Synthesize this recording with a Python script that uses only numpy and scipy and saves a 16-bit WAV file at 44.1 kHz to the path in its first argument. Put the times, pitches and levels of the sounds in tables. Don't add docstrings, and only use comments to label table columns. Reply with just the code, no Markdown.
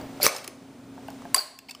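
import sys
import numpy as np
from scipy import signal
from scipy.fft import rfft, irfft
from scipy.io import wavfile
from scipy.ndimage import uniform_filter1d

SR = 44100
rng = np.random.default_rng(int(sys.argv[2]) if len(sys.argv) > 2 else 0)


def unload_audio(sound):
    columns = np.transpose(np.atleast_2d(sound))
    steps = np.round(np.clip(columns, -1, 1) * 32767)
    wavfile.write(sys.argv[1], SR, steps.astype(np.int16))


def ratio(d):
    e = np.asarray(d, float) / 20
    return 10 ** e


N = 79380

# pitch_hz, level_db (per Hz)
AIR_COLOUR = [(25, -29), (200, -10), (330, -14), (420, -14), (800, -23.5), (1500, -30.5), (3000, -102.5)]
HISS_COLOUR = [(350, -74.5), (600, -1), (1000, -11.5), (2140, -13), (9000, -22.5), (15300, -34)]
AIR_DB, HISS_DB = -53, -56.5
# pitch_hz, level_db, width_hz
FRIDGE_TONES = [(270.6, -49, 8), (241.7, -54, 4.8), (119.6, -60.5, 3.8), (180.4, -70.5, 31.7)]
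# pitch_hz, level_db (per Hz)
CLATTER_COLOUR = [(300, 0), (550, 5), (2300, -11), (5000, -19), (9000, -27.5)]
CLATTER_DB, CLATTER_T60_S = -40.5, 0.67
# time_s, rumble_db, hiss_db
PHONE_GAIN = [
    (0, 8, 1.5),
    (.22, 5, 8),
    (.28, -8, 20),
    (.55, -1, -1.5),
    (.9, 3.5, -1),
    (1.1, 5, 4),
    (1.335, 5.5, 3.5),
    (1.37, -15, 16),
    (1.6, -9.5, -7.5),
    (1.8, -5, -2),
]

# pitch_hz, level_db (per Hz)
CONTACT_COLOUR = [(150, -39.5), (1260, 10), (3300, 9.5), (9000, 7.5), (15300, 0)]
# start_s, ring_db, crack_db, contact_ms, pitch_factor
STEEL_TICKS = [
    (.012, -75, -50.5, 2.4, .99),
    (.2291, -6.5, -45.5, 1, 0.985),
    (.276, -36, -47, 5, 2.47),
    (.3625, -70, -28.5, 3.8, 1),
    (.3832, -65, -30, 0.76, 1),
    (.4424, -42, -32.5, 4.4, 1.1),
    (.4766, -48, -23.5, 2, 0.976),
    (1.0824, -57, -37, 0.63, 0.81),
]
# pitch_hz, level_db, t60_s
JAW_NOTES = [(4745, -5.5, 0.0069), (7220, -15, 0.0098), (11410, -8, 0.015)]
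# start_s, level_db, pitch_hz, contact_ms, t60_s
PRESS_CHINKS = [(.012, -46, 7700, 0.98, .006), (.012, -43, 4650, 1.7, 0.0079),
                (.2125, -36, 3900, 0.78, 0.0049), (.2185, -19.5, 4250, 0.97, 0.0044),
                (.224, -24, 4500, 1, 0.005), (.2322, -15, 11400, .9, 0.0074),
                (.2388, -17, 5600, .8, 0.0035), (.2415, -22, 4600, 1.3, 0.0092),
                (.2445, -29, 5300, 1, 0.0051), (.2465, -26, 4700, 2, 0.0097), (.2505, -25, 11000, .8, .006),
                (.2515, -19, 1300, 0.45, 0.0046), (.2555, -32, 5100, 0.97, 0.0065),
                (.2575, -25, 8000, 1.12, 0.008), (.2585, -31, 11000, 1.1, 0.0068),
                (.2775, -33, 5000, 1.5, 0.0088), (.2795, -28, 6500, 0.67, 0.0046),
                (.2805, -25.5, 1100, 1.4, .012), (.2855, -24.5, 2150, 0.94, .008),
                (.2915, -22.5, 2300, 0.89, .01), (.3475, -35, 5200, .8, .005),
                (.3635, -33.5, 9000, 1.3, 0.005), (.3648, -28, 5200, 1.9, 0.0079),
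                (.3715, -41, 11350, 4, 0.0187), (.4768, -36.5, 1600, 1.1, 0.0026),
                (.4768, -41, 5220, 1.4, 0.011), (.383, -34.5, 2600, 1.1, .006)]
LIFT_CHINKS = [(1.363, -35.5, 517, 1.8, 0.016), (1.3645, -31.5, 1280, 1.7, .012),
               (1.3705, -29.5, 733, 1.2, 0.021), (1.083, -37.5, 2810, .8, .006),
               (1.2205, -36.5, 1080, 0.56, 0.0067), (1.685, -42, 4500, 0.75, .005),
               (1.6872, -45, 5220, 0.96, .005), (1.6872, -39, 2920, 0.51, 0.0046),
               (1.687, -55.5, 7900, 3, .012), (1.6903, -34.5, 2264, 1.7, 0.0057),
               (1.691, -62, 6700, 3.8, 0.025), (1.695, -35, 4830, 1.3, .008), (1.6955, -38, 2600, 3, .012),
               (1.7085, -37.5, 8340, 0.84, 0.0055), (1.7085, -36, 4500, 0.78, 0.035),
               (1.7095, -37.5, 5360, .8, 0.007), (1.7095, -42, 3590, 1.46, 0.017),
               (1.7105, -35.5, 7400, 0.63, 0.0064), (1.7095, -52, 11200, 1.1, 0.0069),
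               (1.7492, -36.5, 5130, 0.58, 0.0075), (1.7492, -37, 2990, 0.94, 0.0086),
               (1.7495, -43, 1160, 1.4, 0.016)]

# start_s, ring_db, crack_db, contact_ms, pitch_factor
SLEEVE_KNOCKS = [(.2012, -21.5, -60, 0.29, 0.94), (.226, -30, -67, 2, .75), (.2485, -28, -42, 1.4, 0.62),
                 (.348, -29.5, -31, 1.5, 1.18), (.4815, -35.5, -59, 0.65, 0.5),
                 (.9787, -34.5, -54, 0.65, 1.13), (1.085, -26.5, -48.5, 0.75, 1.035),
                 (1.103, -42, -36, 1.4, 1.3), (1.2203, -59, -44, 0.82, 1.8),
                 (1.686, -45.5, -54.5, 5.2, 1.2), (1.2535, -29.5, -51, 0.4, 1.09),
                 (1.3622, -53, -16, 1.6, 0.44), (1.371, -42, -36, 1.4, 1.3)]
# pitch_hz, level_db, t60_s
SLEEVE_NOTES = [(778, 6, 0.026), (641.5, 2, 0.068), (1472, -4.5, 0.025)]

# time_s, level_db
SCRAPE_LEVEL = [
    (.206, -52),
    (.214, -35),
    (.228, -31),
    (.238, -26.5),
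    (.25, -22.5),
    (.259, -21.5),
    (.263, -29.5),
    (.278, -29),
    (.31, -71),
]
# pitch_hz, level_db (per Hz)
SCRAPE_COLOUR = [(200, -16), (450, -1.5), (870, -17.5), (1250, -12.5), (4600, -13.5), (12000, -13),
                 (15300, -14)]
BITE_S, DULL_DB = .2285, -9.5

# start_s, ring_db, crack_db, contact_ms, pitch_factor
RIM_JINGLES = [
    (.2125, -35, -32, 2.6, 0.9),
    (.2184, -23.5, -30.5, 2.53, 0.81),
    (1.5883, -39, -33.5, 2, 0.99),
    (1.6865, -51, -57, 2.2, 1.1),
    (1.692, -55, -40.5, 6, 1.6),
    (1.7083, -38.5, -36, 5, 1),
    (1.7492, -45, -38, 1.7, 0.91),
]
# pitch_hz, level_db, t60_s
RIM_NOTES = [(990, -17, 0.035), (2720, 5.5, 0.0086), (4930, 3, 0.0068), (5090, -1.5, 0.012)]

# start_s, ring_db, crack_db, contact_ms, pitch_factor
SNAP_BLOWS = [
    (.2652, -1.5, -3, .3, 1),
    (.2664, -13, -10, 0.7, 1),
]
# pitch_hz, level_db, t60_s
SNAP_NOTES = [(549, -16, 0.04), (1180, -7, .009), (2290, -8, 0.012), (3940, -6, 0.005), (6150, -1, .007),
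              (8800, 0, 0.004)]
# pitch_hz, level_db (per Hz)
SNAP_COLOUR = [(20, 21.5), (1500, -8), (9000, 4.5), (11000, -9.5), (15300, -12)]
SHOCK_S, SHOCK_DB, SHOCK_MS = .26535, 1, .06
THUMP_DB, THUMP_MS = -29, .5

# start_s, ring_db, crack_db, contact_ms, pitch_factor
LIFT_BLOWS = [
    (1.3448, -5, -3, 1.0, 1),
    (1.3458, -13, -9, 1.8, 1),
]
# pitch_hz, level_db, t60_s
LIFT_NOTES = [(1070, -8, 0.034), (1600, 5.5, 0.0031), (2320, -4, 0.0039), (2900, -7, 0.008),
              (4696, -1.5, 0.019), (7780, -4.5, 0.017), (10590, 3.5, 0.0082)]
# pitch_hz, level_db (per Hz)
LIFT_COLOUR = [(300, -57.5), (1400, -1.5), (6000, 12), (10500, 18.5), (15300, -2)]
# time_s, level_db
GAS_LEVEL = [
    (1.348, -45),
    (1.36, -27),
    (1.52, -74),
]
# time_s, pitch_hz, level_db
MOUTH_GULP = [
    (1.355, 500, -36.5),
    (1.364, 1020, -47),
    (1.385, 1418, -38),
    (1.40, 1600, -56),
    (1.42, 1640, -56),
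]

# start_s, ring_db, crack_db, contact_ms, pitch_factor
CAP_HITS = [
    (1.3635, -27, -60, 3, 1),
    (1.372, -28, -60, 2, 1),
    (1.3801, -15.5, -55, 1, 1),
    (1.3872, -17, -55, 2.2, 1),
    (1.406, -28, -60, 1.5, 1),
    (1.4165, -32, -60, 1, .93),
]
# pitch_hz, level_db, t60_s
CAP_NOTES = [(4710, 0, .018), (4590, -14, .06), (4810, -13, .04), (4330, -20, .04)]
# pitch_hz, width_hz, level_db
SHIVER_BANDS = [(4320, 270, -41.5), (4675, 180, -43.5)]
SHIVER_S, SHIVER_T60_S = 1.36, .6

# pitch_hz, t60_s
ROOM_ECHO = [(250, 1), (1500, 0.57), (8000, 0.46), (15000, 0.16)]
# pitch_hz, level_db (per Hz)
SIDE_COLOUR = [(25, 8.5), (150, 3.5), (1000, 3.5), (3000, 6), (10000, 5), (15000, -10)]
# pitch_hz, level_db
MIC_RESPONSE = [(11600, 0), (12200, -11), (12750, -29), (13050, -13.5), (13500, 6), (15200, 8),
                (15500, -21.5), (16600, -47.5)]
ROOM_DB, SIDE_DB = -14, -71
QUIET_DB = -57


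def evened(x):
    return x / np.sqrt(np.mean(x ** 2) + 1e-20)


def shaped(x, points):
    f, db = np.transpose(points)
    hz = np.fft.rfftfreq(x.shape[-1], 1 / SR)
    gain = ratio(np.interp(np.log(hz + 1), np.log(f + 1), db))
    return irfft(rfft(x) * gain, x.shape[-1])


def curve(rows, column=1):
    columns = np.transpose(rows)
    return np.interp(np.arange(N) / SR, columns[0], columns[column], -150, -150)


def resonate(x, hz, width):
    turn = np.exp(2j * np.pi * np.cumsum(hz * np.ones(len(x))) / SR)
    r = np.exp(-np.pi * width / SR)
    return 2 * (turn * signal.lfilter([1 - r], [1, -r], x / turn)).real


def strikes(rows, modes, colour=CONTACT_COLOUR, rough=1.3):
    size = 8192
    out, t = np.zeros(N + size), np.arange(size) / SR
    for s, ring_db, crack_db, ms, pitch in rows:
        noise, grit = rng.standard_normal((2, size))
        ms = max(ms, .1)
        touch = np.minimum(t * 2000 / ms, 1) * np.exp(-t * 1000 / ms)
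        crack = evened(shaped(noise, colour)) * touch
        push = touch * (1 + rough * grit)
        ring = np.zeros(size)
        for mode_hz, db, t60 in modes:
            hz, phase = mode_hz * pitch, rng.random()
            if hz < 11800:
                drive = push * np.sin(2 * np.pi * (hz * t + phase))
                note = ratio(-60 * t / t60) * np.cos(2 * np.pi * hz * t)
                ring += ratio(db) * signal.oaconvolve(drive, note)[:size]
        at = round(s * SR)
        out[at:at + size] += ratio(crack_db) * crack + ratio(ring_db) * ring / abs(ring).max()
    return out[:N]


def kitchen():
    a, b, c = rng.standard_normal((3, N))
    t = np.arange(N) / SR
    low = ratio(AIR_DB) * evened(shaped(a, AIR_COLOUR))
    for hz, db, width in FRIDGE_TONES:
        waver = evened(resonate(rng.standard_normal(N), hz, width))
        low += ratio(db) * (np.sin(2 * np.pi * hz * t) + 0.13 * waver)
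    hiss = ratio(HISS_DB) * evened(shaped(b, HISS_COLOUR))
    clatter = ratio(CLATTER_DB - 60 * t / CLATTER_T60_S) * evened(shaped(c, CLATTER_COLOUR))
    return low * ratio(curve(PHONE_GAIN)) + hiss * ratio(curve(PHONE_GAIN, column=2)) + clatter


def steel_ticks():
    return strikes(STEEL_TICKS, JAW_NOTES)


def chinks(rows):
    out = np.zeros(N)
    for s, db, hz, ms, t60 in rows:
        out += strikes([(s, db, -120, ms, 1)], [(hz, 0, t60)], rough=1.4)
    return out


def sleeve_knocks():
    return strikes(SLEEVE_KNOCKS, SLEEVE_NOTES)


def slide():
    slips = rng.standard_normal(N) * ratio(2 * np.minimum(rng.exponential(1, N), 3))
    clumps = ratio(1.6 * evened(uniform_filter1d(rng.standard_normal(N), 50)))
    body = evened(shaped(slips, SCRAPE_COLOUR))
    # pitch_hz, width_hz, level_db
    for hz, width, db in [(4670, 640, -9), (5370, 346, -11.5), (7900, 170, -24.0),
                          (11200, 270, -43), (2540, 330, -13.0)]:
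        body += ratio(db) * evened(resonate(slips, hz, width))
    dull = shaped(body, [(6000, 0.0057), (10000, DULL_DB)])
    scrape = np.where(np.arange(N) / SR < BITE_S, dull, body)
    return scrape * clumps * ratio(curve(SCRAPE_LEVEL))


def rim_jingles():
    return strikes(RIM_JINGLES, RIM_NOTES)


def snap():
    return strikes(SNAP_BLOWS, SNAP_NOTES, SNAP_COLOUR)


def shock():
    ms = np.maximum(np.arange(N) / SR - SHOCK_S, 0) * 1000
    fast, slow = ms / SHOCK_MS, ms / THUMP_MS
    wave = fast * (3 - fast * 1.5) * np.exp(-fast)
    thump = slow * np.exp(1 - slow)
    return ratio(SHOCK_DB) * wave + ratio(THUMP_DB) * thump


def lift_crack():
    return strikes(LIFT_BLOWS, LIFT_NOTES, LIFT_COLOUR)


def opening():
    a, b = rng.standard_normal((2, N))
    hz = np.maximum(curve(MOUTH_GULP), 300)
    gulp = evened(resonate(resonate(a, hz, 156), hz, 270)) * ratio(curve(MOUTH_GULP, column=2))
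    gas = evened(shaped(b, SCRAPE_COLOUR)) * ratio(curve(GAS_LEVEL) - 4.5)
    return gulp + gas


def shiver():
    t = np.arange(N) / SR - SHIVER_S
    bands = np.zeros(N)
    for hz, width, db in SHIVER_BANDS:
        noise = rng.standard_normal(N)
        bands += ratio(db) * evened(resonate(resonate(noise, hz, width), hz, width))
    return bands * np.clip(t / .01, 0, 1) * ratio(-60 * np.maximum(t, 0) / SHIVER_T60_S)


def cap_rings():
    return strikes(CAP_HITS, CAP_NOTES, rough=0.42)


def room(x):
    taps = np.zeros(SR)
    at = np.arange(200, SR - 20, 20)
    taps[at + rng.integers(0, 20, len(at))] = rng.choice([-1., 1.], len(at))
    hz, t, z = signal.stft(taps, SR, nperseg=256)
    f, t60 = np.transpose(ROOM_ECHO)
    fade = ratio(-60 * t / np.interp(hz, f, t60)[:, None])
    tail = signal.istft(z * fade, SR, nperseg=256)[1]
    return signal.fftconvolve(x, tail / np.linalg.norm(tail))[:N]


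def scene():
    press = steel_ticks() + chinks(PRESS_CHINKS) + sleeve_knocks() + slide() + snap() + shock()
    lift = rim_jingles() + lift_crack() + opening() + chinks(LIFT_CHINKS)
    cap = shiver() + cap_rings()
    echo = room(press + ratio(-0.5) * lift + ratio(-13) * cap)
    echo = shaped(echo, [(100, -25.0), (300, -1.0)])
    objects = press + lift + cap + ratio(ROOM_DB) * echo
    quiet = uniform_filter1d(np.diff(objects, prepend=0) ** 2, size=2048) < ratio(QUIET_DB) ** 2
    side = evened(shaped(rng.standard_normal(N), SIDE_COLOUR))
    side *= ratio(SIDE_DB) * ratio(curve(PHONE_GAIN, column=2)) * quiet
    mono = objects + kitchen()
    return np.array([mono + side, mono - side])


def low_pass(x):
    return signal.sosfilt(signal.butter(12, 16620, fs=SR, output="sos"), x)


def record(dry):
    heard = shaped(dry, MIC_RESPONSE)
    mix = np.clip(heard, -1, 1)
    return low_pass(mix)


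dry = scene()
out = record(dry)
unload_audio(out)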